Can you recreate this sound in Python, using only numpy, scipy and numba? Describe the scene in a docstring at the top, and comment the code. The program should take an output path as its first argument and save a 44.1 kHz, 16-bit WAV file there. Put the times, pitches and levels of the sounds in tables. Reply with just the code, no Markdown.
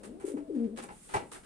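"""A pigeon coos in a small wooden loft: a few bubbling notes, then a long falling coo; another bird murmurs farther off.
Feathers and cloth rustle, claws and wings knock on the boards; a phone with two ports listens from close by.
The birds are wavering tones with overtones and a hoarse band of noise; the knocks ring a bank of board modes.
Scrapes, rustle, flock and air are coloured noise; delay lines echo the plank walls and slow modes ring in the air."""
import sys
import numpy as np
from scipy import signal
from scipy.fft import rfft, irfft
from scipy.io import wavfile
from scipy.ndimage import uniform_filter1d
from numba import njit

SR = 44100
rng = np.random.default_rng(int(sys.argv[2]) if len(sys.argv) > 2 else 0)


def master_out(mix):
    """Clip the mix to full scale and print it as 16-bit PCM to the path in sys.argv[1]."""
    frames = np.transpose(np.atleast_2d(mix))
    ceiling = np.clip(frames, -1, 1)
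    pcm = np.round(ceiling * 32767).astype(np.int16)
    wavfile.write(sys.argv[1], SR, pcm)


N = 63945
T = np.arange(N) / SR


def undb(db):
    """Decibels to gain."""
    return 10 ** (np.asarray(db) / 20)


def curve(table, col):
    """One column of a table, drawn as straight lines over time."""
    return np.interp(T, np.array(table)[:, 0], np.array(table)[:, col])


def walk(rate_hz):
    """Slow random drift with a spread near 1: held random steps, smoothed twice."""
    k = int(SR / rate_hz)
    steps = np.repeat(rng.standard_normal(N // k + 1), k)
    return 1.39 * uniform_filter1d(uniform_filter1d(steps, k), k)[:N]


def colour(x, spectrum):
    """Filter by (Hz, dB) points, scaled so that white noise comes out at rms 1."""
    hz = np.arange(N // 2 + 1) * SR / N + 1  # 1 Hz up, to keep the logarithm finite
    points = np.array(spectrum)
    gain = undb(np.interp(np.log(hz), np.log(points[:, 0]), points[:, 1]))
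    gain = gain * (hz > points[0, 0] / 2)
    return irfft(rfft(x) * gain / np.sqrt(np.mean(gain ** 2)), N)


def ports(share):
    """White noise at the two ports, with the given share of its power in common."""
    a = rng.standard_normal((3, N))
    return np.sqrt(share) * a[0] + np.sqrt(1 - share) * a[1:]


def pan(db):
    """Left and right gains, the left louder by this many dB."""
    return undb(np.array([[db / 2], [-db / 2]]))


def near_bird():
    """Short bubbling notes of falling pitch, then the coo, which throbs as it slides down."""
    # Short bubbling notes. Each row: time of the peak in seconds, pitch in Hz, peak level in dB,
    # length in seconds.
    notes = [(.247, 374, -26, 0.01), (0.256, 405, -42.5, 0.0069), (0.278, 378, -38, 0.0044),
             (0.284, 384.5, -28.5, 0.0089), (0.302, 391, -34.5, 0.0095), (.319, 380.6, -34, 0.0097),
             (0.35, 268.3, -28, 0.018), (0.364, 286, -33.5, 0.0052), (0.376, 297, -32, 0.0072),
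             (0.39, 301, -33, 0.0088), (0.414, 283, -43, 0.063), (0.489, 273, -42, 0.014)]
    # Long coo. Each row: time in seconds, pitch in Hz, level in dB, second harmonic in dB over the first.
    coo = [(.405, 645.8, -54.5, -21), (.43, 660.8, -64, -8), (.478, 643.4, -57.5, -52.5),
           (.492, 555, -61.5, -54), (.499, 476, -42.5, -28), (.506, 389.6, -36, -37),
           (.516, 319.6, -40, -34), (.545, 295.5, -37, -46), (.57, 248.5, -28.5, -18),
           (.588, 229.6, -31, -15), (.606, 230.7, -30, -12), (.66, 228.8, -30.5, -14),
           (.678, 196, -40.5, -3), (.69, 189, -61, 5.5), (.71, 211.4, -45.5, -21),
           (.734, 229.6, -39.5, -5.5), (.76, 221.3, -42.5, -17), (.78, 219.8, -63, -14),
           (.84, 232, -45.5, -28), (.87, 225, -92, -16)]
    note_sag = 0.085  # share of its pitch that a note loses over one length
    throb_hz, throb_depth, throb_s, throb_width_s = 53, .55, .575, .038
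    bubbles = np.zeros(N)
    for s, hz, db, length in notes:
        u = (T - s) / length
        bend = 1 - note_sag * np.clip(u, -2, 2) / 2
        bubbles += undb(db) * np.exp(-4 * u ** 2) * np.cos(2 * np.pi * hz * (T - s) * bend)
    swell = throb_depth * np.exp(-((T - throb_s) / throb_width_s) ** 2)
    throb = swell * np.exp(2j * np.pi * throb_hz * (T - .569))
    on = (T > coo[0][0]) & (T < coo[-1][0])
    return bubbles + on * voice(curve(coo, 1), curve(coo, 2), curve(coo, 3), throb)


def voice(hz, db, second_db, throb=0):
    """A soft tone with two overtones, wavering a little; a throb adds a weaker tone just above."""
    wobble, flutter_db, third_db = 0.00644, 1, -18.5  # pitch share; level; third under second harmonic
    phase = 2 * np.pi * np.cumsum(hz * (1 + wobble * walk(39.08))) / SR
    first = (np.exp(1j * phase) * (1 + throb)).real
    overtones = undb(second_db) * (np.cos(2 * phase) + undb(third_db) * np.cos(3 * phase))
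    return np.sqrt(2) * undb(db + flutter_db * walk(45.8)) * (first + overtones)


def hoarse(tone):
    """Breath in the throat: band noise that follows the level of the tone until the coo clears."""
    breath_db, clears_s, clearing_s = -11, 0.566, 0.027
    fade = (1 - np.tanh((T - clears_s) / clearing_s)) / 2
    return throat(N) * uniform_filter1d(np.abs(tone), size=400) * undb(breath_db) * fade


def throat(shape):
    """Noise in the band of a pigeon's throat, rms 1."""
    band_hz = [251, 546]
    sos = signal.butter(4, band_hz, "band", fs=SR, output="sos")
    band = signal.sosfilt(sos, rng.standard_normal(shape))
    return band / np.std(band)


def far_bird():
    """A rising murmur in the same kind of voice, farther off."""
    # The farther bird. Each row: time in seconds, pitch in Hz, level in dB.
    murmur = [(0, 198, -50), (.03, 220.4, -72), (.06, 194.5, -59), (.1, 229.3, -43.5), (.118, 263, -51.5),
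              (.14, 327, -54), (.172, 372.7, -54), (.2, 402, -60.5), (.24, 410, -90)]
    return (T < murmur[-1][0]) * voice(curve(murmur, 1), curve(murmur, 2), -12.5)


def moves():
    """Claws, wings and cloth: the same grains ring the boards and scrape, feathers rustle, the floor thumps."""
    grains = grit(2)
    return boards(grains) + scrape(grains) + rustle() - thump()


def boards(grains):
    """Gritty contacts and single hard taps, each setting off the modes of the planks."""
    # Single hard taps on the boards. Each row: time in seconds, peak level in dB before panning.
    blows = [(.039, -51), (0.372, -43.5), (.785, -35), (.838, -39), (1.1415, -24), (1.1454, -30.5),
             (1.151, -22), (1.158, -32), (1.1673, -22.5), (1.32, -53)]
    free = ring(0.77)
    damped = ring(0.3)  # a dragging foot shortens the ring
    taps = np.zeros((1, N))
    for s, db in blows:
        taps[0, int(s * SR)] += undb(db) / free.max()
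    scuff = signal.fftconvolve(ports(0.67) * grains * bursts(1), damped, axes=1)
    knocks = signal.fftconvolve(taps, free, axes=1)
    return (scuff + knocks)[:, :N] * pan(2.5)


def ring(damp):
    """The boards' answer to one click at both ports: decaying modes, cut to this share of their length."""
    # Modes of the boards. Each row: frequency in Hz, level in dB, undamped time to fall by 60 dB in seconds.
    modes = [(184.6, -20.5, .1), (356, -12, 0.1), (403, -6.5, 0.053), (552, -10.5, 0.044),
             (661, -10.5, 0.064), (780.3, 0, 0.061), (832, 4.5, 0.037), (1158, 3.5, 0.014),
             (1298, -5, 0.039), (1626, -13.5, 0.039), (1985, -12.5, 0.033), (2304, -14.5, 0.033),
             (2760, -15.5, 0.021)]
    lag_s = 0.00035  # the left port hears the boards this much later
    t = T[:SR // 4]
    late = t - np.array([[lag_s], [0]])
    out = np.zeros((2, len(t)))
    for k, (hz, db, t60) in enumerate(modes):
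        decay = undb(db - 60 * t / (t60 * damp))
        out += decay * (-1) ** k * np.sin(2 * np.pi * hz * late) * (late > 0)
    return out / np.sqrt(np.sum(out ** 2) / 2)


def bursts(col):
    """Level over time of one layer of the moves: each rises, holds and dies away, powers adding."""
    # Knocks and scrabbles. Each row: time of full level in seconds, boards level in dB, scrape level in dB,
    # rustle level in dB, length of the hold in seconds; levels before panning.
    contacts = [(0.035, -56.5, -54.5, -53.5, 0.02), (0.2, -55, -63, -62.5, 0.034),
                (0.252, -61, -67, -55.5, 0.064), (0.265, -60.5, -77, -51, 0.022),
                (0.369, -53.5, -64, -66.5, 0.015), (0.55, -63, -62.5, -70.5, 0.015),
                (0.588, -64, -66, -87, 0.011), (0.641, -64.5, -62.5, -84, 0.0082),
                (0.763, -80, -54.5, -60.5, 0.0067), (0.775, -51.5, -45, -51.5, 0.018),
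                (0.824, -49.5, -56, -51, 0.017), (0.887, -48, -58.5, -86, 0.023),
                (1.09, -54, -53, -64, 0.059), (1.139, -30.5, -40, -45, 0.013),
                (1.161, -57, -41.5, -58, 0.0055), (1.188, -51, -60.5, -69, 0.029),
                (1.317, -61, -49.5, -49.5, 0.028), (1.346, -50.5, -53, -59, 0.018),
                (1.434, -75, -58.5, -65.5, .02)]
    attack_s, tail_s = 0.0031, 0.024
    power = np.zeros(N)
    for row in contacts:
        t = T - row[0]
        rise = np.clip(t / attack_s + 1, 0, 1) ** 2
        power += undb(2 * row[col]) * rise * np.exp(-2 * np.clip(t - row[4], 0, 1) / tail_s)
    return np.sqrt(power)


def grit(db):
    """Uneven grains 40 samples long with random sizes, rms 1."""
    sizes = np.minimum(rng.exponential(size=N // 40 + 1), 3.5)
    g = undb(db * np.repeat(sizes, 40)[:N])
    return g / np.sqrt(np.mean(g ** 2))


def scrape(grains):
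    """Claws dragging on wood: grainy noise, nearly separate at the two ports."""
    # Colour of the scrape. Each row: frequency in Hz, density in dB per Hz before scaling to rms 1.
    spectrum = [(180, -14), (300, 2), (686, -10.5), (860, -11.5), (1080, -11.5), (1250, -6.5),
                (6000, -20.5), (7800, -26.5), (13200, -120)]
    return colour(ports(0.15) * grains * bursts(2), spectrum) * pan(0.47)


def rustle():
    """Crackling feathers and a smoother, brighter slide of cloth, both in a treble colour."""
    # Colour of the rustle. Each row: frequency in Hz, density in dB per Hz before scaling to rms 1.
    spectrum = [(2060, -6.5), (3500, -8.5), (4230, -11), (4580, -11.5), (5330, -11), (6320, -7.5),
                (7540, -1.5), (9220, 3.5), (15000, -35)]
    # Cloth sliding. Each row: time in seconds, level in dB before colouring.
    swish = [(.86, -75.5), (.93, -60.5), (.97, -60), (1.045, -55.5), (1.09, -56.5), (1.14, -54),
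             (1.25, -65.5), (1.4, -62), (1.45, -70)]
    bright = signal.lfilter([1, -0.24], [1], ports(0.064))
    cloth = bright * undb(curve(swish, 1) + 0.75 * walk(25)) * (T > swish[0][0])
    feathers = ports(0.073) * grit(2.5) * bursts(3)
    return colour(feathers + cloth, spectrum) * pan(-2.0)


def thump():
    """The floor gives under the hard knocks: one short low pulse."""
    peak_s, hz, db, length_s = 1.163, 102, -37, 0.007
    t = T - peak_s
    return undb(db) * np.exp(-(t / length_s) ** 2) * np.cos(2 * np.pi * hz * t) * pan(5.2)


def loft(x, lags):
    """The echo of the plank walls, with each line's gain set by its length in samples."""
    t60_s, damp = 0.27, 0.26
    return walls(x + 1e-18, lags, undb(-60 * lags / SR / t60_s), damp)


@njit
def walls(x, lags, gain, damp):
    """Eight delay lines that feed each other, duller on every round."""
    line, soft, out = np.zeros((8, 4096)), np.zeros(8), np.zeros((2, len(x)))
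    for i in range(len(x)):
        total = 0.
        for k in range(8):
            heard = gain[k] * line[k, (i - lags[k]) & 4095]
            soft[k] += (1 - damp) * (heard - soft[k])
            total += soft[k]
            out[k % 2, i] += soft[k] / 2
        for k in range(8):
            line[k, i & 4095] = x[i] + soft[k] - total / 4
    return out


def standing(x):
    """The loft's air rings on wherever a voice crosses one of its modes; each port meets them differently."""
    # Standing waves of the loft. Each row: frequency in Hz, gain in dB before panning.
    air_modes = [(292, 3), (390, 5), (460, 0.5), (527, 9)]
    t60_s = 0.4
    r = 1000 ** (-1 / (t60_s * SR))
    out = np.zeros((2, N))
    for k, (hz, db) in enumerate(air_modes):
        z = signal.lfilter([2 * (1 - r) * undb(db)], [1, -r * np.exp(2j * np.pi * hz / SR)], x)
        turned = z * np.exp(1j * 0.37 * k)
        out += np.array([z.real, turned.real]) * pan(7.0)
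    return out


def flock():
    """Many far birds, blurred into an uneven murmur of throat noise."""
    # Murmur of the flock. Each row: time in seconds, level in dB before panning.
    swell = [(0, -53), (.12, -55.5), (.2, -60), (.4, -50), (.47, -74), (.75, -54), (.93, -61), (1.0, -88),
             (1.2, -47), (1.35, -71), (1.45, -72.5)]
    a, b = throat((2, N))
    return np.array([a, 1.04 * a + 0.43 * b]) * undb(curve(swell, 1) + 1.8 * walk(29.6)) * pan(9.8)


def air():
    """Quiet loft air, its bass and a low rumble mostly shared by both ports."""
    # Colour of the air. Each row: frequency in Hz, density in dB per Hz before scaling to rms 1.
    spectrum = [(25, -8.5), (80, -19), (120, -1), (200, 6.5), (400, -8), (630, -11.5), (1000, -14.5),
                (2000, -23.5), (4000, -27.5), (6300, -32), (9200, -21), (12500, -45), (15000, -41.5)]
    air_db, drift_db, rumble_db = -61.5, 1.5, -66.5
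    sos = signal.butter(2, [20.4, 66.3], "band", fs=SR, output="sos")
    low = signal.sosfilt(sos, ports(0.93))
    rumble = low / np.std(low) * undb(rumble_db + 0.57 * walk(10.0)) * pan(5.9)
    mid, side = colour(rng.standard_normal((2, N)), spectrum)
    side = signal.sosfilt(signal.butter(1, 300, "high", fs=SR, output="sos"), side)
    wide = np.array([mid * undb(1.5) + side, mid * undb(-1) - side])
    return rumble + wide * undb(air_db + drift_db * walk(7.27))


def scene():
    """Birds louder at the left, where they come a hair later; birds and moves echo over flock and air."""
    # Lengths of the eight echo lines. Each entry: delay in samples, used whole for the birds.
    wall_lags = [701, 887, 1103, 1327, 1559, 1811, 2083, 2399]
    bird_lag_s = 0.00035
    bird_room_db, far_room_db, breath_room_db, move_room_db = -11, 3, 2, -7.5
    bird, far, near = near_bird(), far_bird(), moves()
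    breath = hoarse(bird + far)
    voices = bird + far + breath
    direct = np.array([np.interp(T - bird_lag_s, T, voices), voices]) * pan(5.5)
    sent = undb(bird_room_db) * bird + undb(far_room_db) * far + undb(breath_room_db) * breath
    lags = np.array(wall_lags)
    bird_echo = loft(sent, lags) * pan(3.5) + standing(voices)
    # close to the boards the first echoes come twice as soon
    move_echo = undb(move_room_db) * loft(near.mean(axis=0), lags // 2)
    return direct + near + bird_echo + move_echo + flock() + air()


def record(dry):
    """The phone cuts the top: a steep low-pass at 15.5 kHz."""
    return signal.sosfilt(signal.ellip(8, .2, 70, 15500, fs=SR, output="sos"), dry)


dry = scene()
out = record(dry)
master_out(out)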